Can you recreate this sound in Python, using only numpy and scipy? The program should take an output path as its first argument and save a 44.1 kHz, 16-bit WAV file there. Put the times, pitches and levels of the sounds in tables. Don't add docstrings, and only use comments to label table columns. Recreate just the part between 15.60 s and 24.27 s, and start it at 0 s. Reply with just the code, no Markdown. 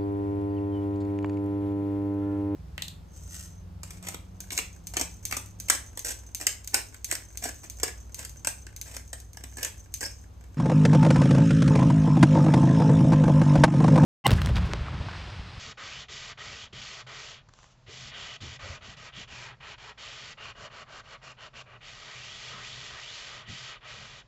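import sys
import numpy as np
from scipy import signal
from scipy.fft import rfft, irfft, next_fast_len
from scipy.io import wavfile
from scipy.ndimage import map_coordinates

SR = 44100
rng = np.random.default_rng(int(sys.argv[2]) if len(sys.argv) > 2 else 0)


def generate_wav(signal):
    frames = np.transpose(np.atleast_2d(signal))
    scaled = np.clip(frames, -1, 1) * 32767
    pcm = np.round(scaled).astype(np.int16)
    wavfile.write(sys.argv[1], SR, pcm)


N = 382347
TIME = np.arange(N) / SR


def amp(db):
    return 10 ** (np.asarray(db) / 20)


def unit(x):
    return x / np.sqrt(np.mean(x ** 2) + 1e-20)


def along(points, hz):
    f, v = np.transpose(points)
    return np.interp(np.log(hz + 1), np.log(f + 1), v)


def curve(points):
    return np.interp(TIME, *np.transpose(points))


def wobble(rate):
    knots = rng.standard_normal(int(N * rate / SR) + 4)
    return unit(map_coordinates(knots, [TIME * rate]))


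def filtered(x, response):
    size = next_fast_len(len(x) + 4096)
    return irfft(rfft(x, size) * response(np.fft.rfftfreq(size, 1 / SR)), size)[:len(x)]


def noise(spectrum):
    return unit(filtered(rng.standard_normal(N), lambda hz: amp(along(spectrum, hz))))


def resonant_noise(n, centre_hz, half_width_hz):
    peak = lambda hz: 1 / (1 + ((hz - centre_hz) / half_width_hz) ** 2)
    return unit(filtered(rng.standard_normal(n), peak))


def add(track, start_s, sound):
    part = track[round(start_s * SR):][:len(sound)]
    part += sound[:len(part)]


# f/Hz, level/dB
ROOM_TONE = [(15, -19.5), (35, -4), (85, -12.5), (125, -6), (165, -14), (210, -15), (300, -27.5),
             (620, -21.5), (1000, -23.5), (2000, -30), (3000, -34), (4500, -34), (7500, -44)]

def background():
    drone = resonant_noise(N, centre_hz=125, half_width_hz=9)
    return amp(-59.5) * noise(ROOM_TONE) + amp(-62.5 + 3.2 * wobble(5)) * drone


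def room(x, t60_s, wet_db):
    t = TIME[:SR // 3]
    tail = rng.standard_normal(len(t)) * amp(-60 * t / t60_s) * (1 - np.exp(-t / 0.0029))
    return x + amp(wet_db) * signal.fftconvolve(x, tail / np.linalg.norm(tail))[:N]


# f/Hz, level/dB
TABLE_SPECTRUM = [(20, -18.5), (60, -0.5), (125, 4.5), (170, -7.5), (230, -7), (310, -19.5), (600, -39.5),
                  (1500, -89.5)]
# t/s, level/dB
TABLE_SHAKE = [(1.2, -55.5), (1.6, -61.5), (2.6, -55.5), (3.1, -51.5), (3.9, -58.5), (5.2, -58),
               (6.5, -65.5), (7, -55), (8.2, -65.5), (8.6, -56)]

def table_rumble(speed):
    return noise(TABLE_SPECTRUM) * speed * amp(curve(TABLE_SHAKE) + 3.3 * wobble(12))


# t/s, level/dB
FINGER_TAPS = [(1.888, -45), (1.892, -44), (1.937, -38), (1.989, -41), (2.031, -40), (2.042, -42)]
# f/Hz, level/dB
TAP_SPECTRUM = [(200, -15), (700, -7), (1200, 4), (1700, -1), (2300, -9), (4200, -14), (8000, -11),
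                (9000, -55)]
# t/s, level/dB
HAND_SLIDE = [(1.8, -92), (1.9, -76), (1.96, -64), (2.03, -57.5), (2.09, -64), (2.12, -62), (2.16, -75.5),
              (2.25, -73), (2.32, -84)]
# f/Hz, level/dB
SKIN_SPECTRUM = [(300, -10), (1200, 4.5), (2000, -8.5), (3000, 2.5), (4300, -5), (6000, 0.5), (8000, -4.5),
                 (9000, -62)]

def hand():
    ticks, t = np.zeros(N), TIME[:SR // 20]
    for start, db in FINGER_TAPS:
        burst = rng.standard_normal(len(t)) * amp(-60 * t / 0.013)
        tick = filtered(np.pad(burst, (SR // 1000, 0)), lambda hz: amp(along(TAP_SPECTRUM, hz)))
        add(ticks, start - 1 / 1000, amp(db) * tick / np.abs(tick).max())
    brush = noise(SKIN_SPECTRUM) * amp(curve(HAND_SLIDE) + 0.83 * wobble(110))
    return ticks + brush


# t/s, thud level/dB, thud f/Hz, flap level/dB re thud, flap f/Hz
COVER_BUMPS = [(.49, -43, 82, -9, 395), (.541, -36, 124, -18, 398), (1.124, -44.5, 70, -7, 390),
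               (1.882, -41, 106, -26, 300), (2.28, -35.5, 96, -10.5, 430), (2.818, -30.5, 96, -14, 307),
               (3.031, -29, 80, -17, 580), (3.056, -33.5, 101, -9.5, 603), (3.098, -27, 85, -16, 600),
               (3.279, -46, 120, -5, 215), (3.573, -45, 120, -0.5, 205), (3.716, -38, 75, -14, 209),
               (6.935, -42, 140, -6, 180), (7.877, -41, 109, -3, 170), (7.894, -29, 101, -19.5, 212),
               (7.925, -40, 125, -10, 200)]

def bumps(thud_t60_s=0.085, flap_t60_s=0.2):
    out, t = np.zeros(N), TIME[:SR // 3]
    attack = 1 - np.exp(-t / 0.0047)
    for start, db, thud_hz, flap_db, flap_hz in COVER_BUMPS:
        thud = np.sin(2 * np.pi * thud_hz * t) * amp(-60 * t / thud_t60_s)
        flap = resonant_noise(len(t), flap_hz, half_width_hz=80) * amp(flap_db - 60 * t / flap_t60_s)
        add(out, start, amp(db) * attack * (thud + flap))
    return out


BLOCK_STROKES = [(-0.101, 0.136, 0.06, 0.018, 0.35, -46.5, -2, -6.5, 0.5, 3540.0, 1720.0, 2.5),
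                 (0.171, 0.467, 0.085, 0.05, 0.6, -45, -2.5, -5.5, -2.5, 1810, 3500, 2.5),
                 (0.481, 0.744, 0.049, 0.029, 0.55, -45.5, -1, -7.0, -1, 3460.0, 2000.0, 3),
                 (0.772, 1.092, 0.065, 0.055, 0.52, -46, -4.0, -6, -2, 1910, 3350, 2.5),
                 (1.125, 1.438, 0.12, 0.032, 0.64, -46, -3, -7, -1, 3210.0, 1930, 3.5),
                 (1.464, 1.832, 0.17, 0.14, 0.58, -47.5, -6.5, -5, -0.5, 2020, 3400, 1),
                 (2.262, 2.53, 0.071, 0.041, 0.4, -49, 1.5, -7.0, -1, 4170.0, 3640.0, 2),
                 (2.515, 2.778, 0.13, 0.019, 0.39, -43.0, -7.5, -6.5, -6.0, 3150, 2900.0, 4),
                 (2.802, 2.98, 0.022, 0.019, 0.5, -47.5, -2, -6, -3.0, 3670.0, 2760.0, 3),
                 (2.989, 3.197, 0.081, 0.051, 0.6, -47.5, -1.5, -1.5, -2, 2250, 2600, 3.0),
                 (3.207, 3.364, 0.065, 0.031, 0.3, -50.5, -7, -2, -3, 2750.0, 3070.0, 1),
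                 (3.362, 3.518, 0.055, 0.055, 0.9, -50.5, 7.5, -2, -3.0, 2650, 2400, 5),
                 (3.52, 3.662, 0.075, 0.034, 0.2, -45, -3, -7.5, -5.5, 3250, 2950.0, 5.5),
                 (3.674, 3.961, 0.083, 0.13, 0.6, -47.5, 3, -3.5, -2.5, 2820, 1910, 6.5),
                 (4.001, 4.165, 0.088, 0.045, 0.57, -47, 4, -5.5, -7.5, 1720.0, 2450, -0.5),
                 (4.177, 4.338, 0.096, 0.044, 0.78, -50.5, 4.0, -3, -4, 2400.0, 1720.0, 3.5),
                 (4.374, 4.747, 0.053, 0.024, 0.6, -47.0, -1.0, -5, -4, 3090.0, 3540.0, -0.5),
                 (4.771, 4.933, 0.094, 0.029, 0.4, -45.5, -3.5, -2.5, -8, 2890.0, 2470, 5.5),
                 (4.948, 5.094, 0.071, 0.041, 0.46, -51, 7, 3.5, -3, 3010.0, 2930, 3.5),
                 (5.098, 5.248, 0.082, 0.026, 0.3, -51.0, -2, 1.5, -3.5, 2630, 2210.0, 4),
                 (5.251, 5.424, 0.094, 0.029, 0.0, -53.0, 3.0, 4.5, -2, 2750.0, 3220, -0.5),
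                 (5.432, 5.579, 0.094, 0.052, 0.69, -53, 14, -0.5, -4, 2180.0, 2090.0, 2),
                 (5.609, 5.74, 0.037, 0.025, 0.0, -52.5, 0.5, 1, -2.5, 2540.0, 2660, 5.0),
                 (5.765, 5.897, 0.07, 0.027, 0, -50.5, -3, 0.5, -6, 3130.0, 2690.0, 4.5),
                 (5.93, 6.03, 0.056, 0.015, 0.3, -48.5, 0.5, -2.5, -4.5, 2540, 2600, 4),
                 (6.055, 6.189, 0.08, 0.04, 0.5, -57, 1.5, 3, -14.5, 2490.0, 2530, 7),
                 (6.205, 7.878, 0.087, 0.12, 0.3, -47, 2.5, -6.5, -3, 2340, 2550, 2.5),
                 (7.853, 8.196, 0.06, 0.11, 0.05, -45, 1.5, -7.5, -3.5, 4000, 1850, 1.5),
                 (8.205, 8.634, 0.12, 0.036, 0.05, -49.0, -8.5, -3.5, -4.5, 2490, 3900.0, -0.5)]
# t/s, extra pressure level/dB, span shift/octaves
BLOCK_LOOPS = [(6.2, 2, .1), (6.35, -3, 0.083), (6.5, -0.5, -0.36), (6.62, 1, 0.21), (6.78, 0.5, .5),
               (6.89, 3, 0.17), (6.97, 0, -1.13), (7.06, 2, 0.27), (7.16, 0, .65), (7.27, 1.5, 0.24),
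               (7.35, -.5, -0.65), (7.45, 0, 0.19), (7.56, 1.5, .85), (7.69, 0, -0.15), (7.85, -1.5, -0.51)]

def block_motion(jerk_s=0.007):
    ease = lambda u: np.sin(np.pi / 2 * np.clip(u, 0, 1))
    loop_s, loop_db, loop_octaves = np.transpose(BLOCK_LOOPS)
    strokes = []
    for start, end, rise, fall, jerk, db, swell_db, _, _, from_hz, to_hz, _ in BLOCK_STROKES:
        on = slice(*np.searchsorted(TIME, [start, end]))
        t = TIME[on] - start
        travel = t / (end - start)
        breakaway = jerk * ease(t / jerk_s) + (1 - jerk) * ease(t / rise)
        speed = breakaway * ease((end - TIME[on]) / fall)
        press_db = db + swell_db * (travel - 0.5) + np.interp(TIME[on], loop_s, loop_db, 0, 0)
        span_hz = from_hz * (to_hz / from_hz) ** (ease(travel) ** 2)
        span_hz *= 2 ** np.interp(TIME[on], loop_s, loop_octaves, 0, 0)
        strokes.append((on, speed, press_db, span_hz))
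    return strokes


def block_speed(strokes):
    speeds = np.zeros(N)
    for on, speed, _, _ in strokes:
        speeds[on] = np.maximum(speeds[on], speed)
    return speeds


def grit_catches(speed, snaps_per_s, coarse_db, chatter_db, chatter_rate):
    snaps = (rng.random(N) < snaps_per_s * speed / SR) * rng.standard_normal(N)
    grains = rng.standard_normal(N) + amp(coarse_db) * unit(snaps)
    return grains * amp(chatter_db * wobble(chatter_rate))


SLACK_HZ = 2170

def slackness(span_hz):
    return 1 / (1 + (span_hz / SLACK_HZ) ** 8)


def singing_span(grit, strokes, pull_db=2, waver_octaves=0.028, ring_db=4.5, ring_hz=1220):
    hz, t, spectra = signal.stft(grit, SR, nperseg=512)
    span, sing_db = np.full(N, float(SLACK_HZ)), np.zeros(N)
    for (*_, lift_db), (on, _, _, span_hz) in zip(BLOCK_STROKES, strokes):
        span[on], sing_db[on] = span_hz, lift_db
    span, sing_db = np.interp(t, TIME, span), np.interp(t, TIME, sing_db)

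    def bell(centre_hz, relative_width=0.13):
        away = (hz[:, None] - centre_hz) / (relative_width * centre_hz)
        return 1.55 / (1 + away ** 2) - 0.55 / (1 + (away / 4) ** 2)

    pull = np.tanh(np.gradient(np.log2(span), t))
    waver = 2 ** (waver_octaves * np.interp(t, TIME, wobble(35)))
    span_db = (sing_db + pull_db * pull) * bell(span * waver)
    hollow_db = ring_db * slackness(span) * bell(ring_hz)
    return signal.istft(spectra * amp(span_db + hollow_db), SR, nperseg=512)[1][:N]


# f/Hz, level/dB
GRIT_SPECTRUM = [(150, -21), (300, -15.5), (420, -8.5), (800, -4.5), (1200, -6), (2000, -2), (3100, 0),
                 (4000, -3), (5500, -7.5), (7500, -11.5), (8400, -17), (9000, -63)]
# f/Hz, width/Hz, level/dB
FLAT_MODES = [(425, 80, 5), (630, 90, 3.5), (1245, 170, 7.5), (1530, 130, 3), (1920, 190, 5.5),
              (2400, 150, 3), (2980, 220, 2.5), (3320, 160, 2.5), (3760, 120, 2), (4500, 350, 1.5),
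              (6520, 200, 2)]
NEAR_RIM_MODES = [(390, 100, 7), (640, 90, 2), (830, 80, 3), (960, 150, 8), (1320, 160, 4.5),
                  (1640, 220, 5), (1920, 160, 4), (2430, 200, 5), (2900, 260, 3), (3320, 120, 3),
                  (4220, 140, 3)]
FAR_RIM_MODES = [(420, 80, 4), (605, 120, 6), (1150, 160, 7), (1350, 200, 5), (1580, 130, 3.5),
                 (1900, 170, 4), (2400, 200, 3), (2880, 220, 6), (4310, 200, 4)]
# f/Hz, width/Hz, level/dB
REFLECTION_DIPS = [(510, 70, -2), (840, 140, -2.5), (1390, 70, -3.5), (1730, 120, -2.5), (2620, 110, -2),
                   (3950, 130, -3.5)]

def cover_response(start_s, detune=0.008):
    modes = FLAT_MODES
    if 3.6 < start_s < 4.3:
        modes = NEAR_RIM_MODES
    elif 4.7 < start_s < 6.1:
        modes = FAR_RIM_MODES
    shifted = [(f * (1 + detune * rng.standard_normal()), width, db) for f, width, db in modes]
    bands = shifted + REFLECTION_DIPS
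    lift_db = lambda hz: sum(db / (1 + (2 * (hz - f) / width) ** 2) for f, width, db in bands)
    return lambda hz: amp(along(GRIT_SPECTRUM, hz) + lift_db(hz))


def sanding(strokes, slack_body_db=5.5, slack_hiss_db=-2.5):
    grit = grit_catches(block_speed(strokes), snaps_per_s=2500, coarse_db=-10,
                        chatter_db=0.82, chatter_rate=320)
    grit = singing_span(grit, strokes)
    low = lambda hz: 1 / (1 + (hz / 1800) ** 10)
    high = lambda hz: 1 - 1 / (1 + (hz / 4100) ** 10)
    mid = lambda hz: 1 - low(hz) - high(hz)
    out = np.zeros(N)
    for row, (on, speed, press_db, span_hz) in zip(BLOCK_STROKES, strokes):
        start, *_, body_db, hiss_db, _, _, _ = row
        sheet = filtered(grit[on], cover_response(start))
        body, scrape, hiss = [unit(filtered(sheet, band)) for band in (low, mid, high)]
        slack = slackness(span_hz)
        body *= amp(body_db + slack_body_db * slack) * speed ** 0.88
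        hiss *= amp(hiss_db + slack_hiss_db * slack) * speed ** 2.77
        out[on] += amp(press_db) * (body + scrape * speed + hiss)
    return out


def scene():
    strokes = block_motion()
    close = sanding(strokes) + table_rumble(block_speed(strokes)) + bumps() + hand()
    mono = room(close, t60_s=0.16, wet_db=-15) + background()
    return np.array([mono, mono])


def record(dry):
    roll_off = [(7400, -1.5), (7750, -9.0), (8150, -23.0)]  # f/Hz, level/dB
    top_hz = 8177
    microphone = lambda hz: amp(along(roll_off, hz)) * (hz < top_hz)
    return np.array([filtered(channel, microphone) for channel in dry])


dry = scene()
out = record(dry)
generate_wav(out)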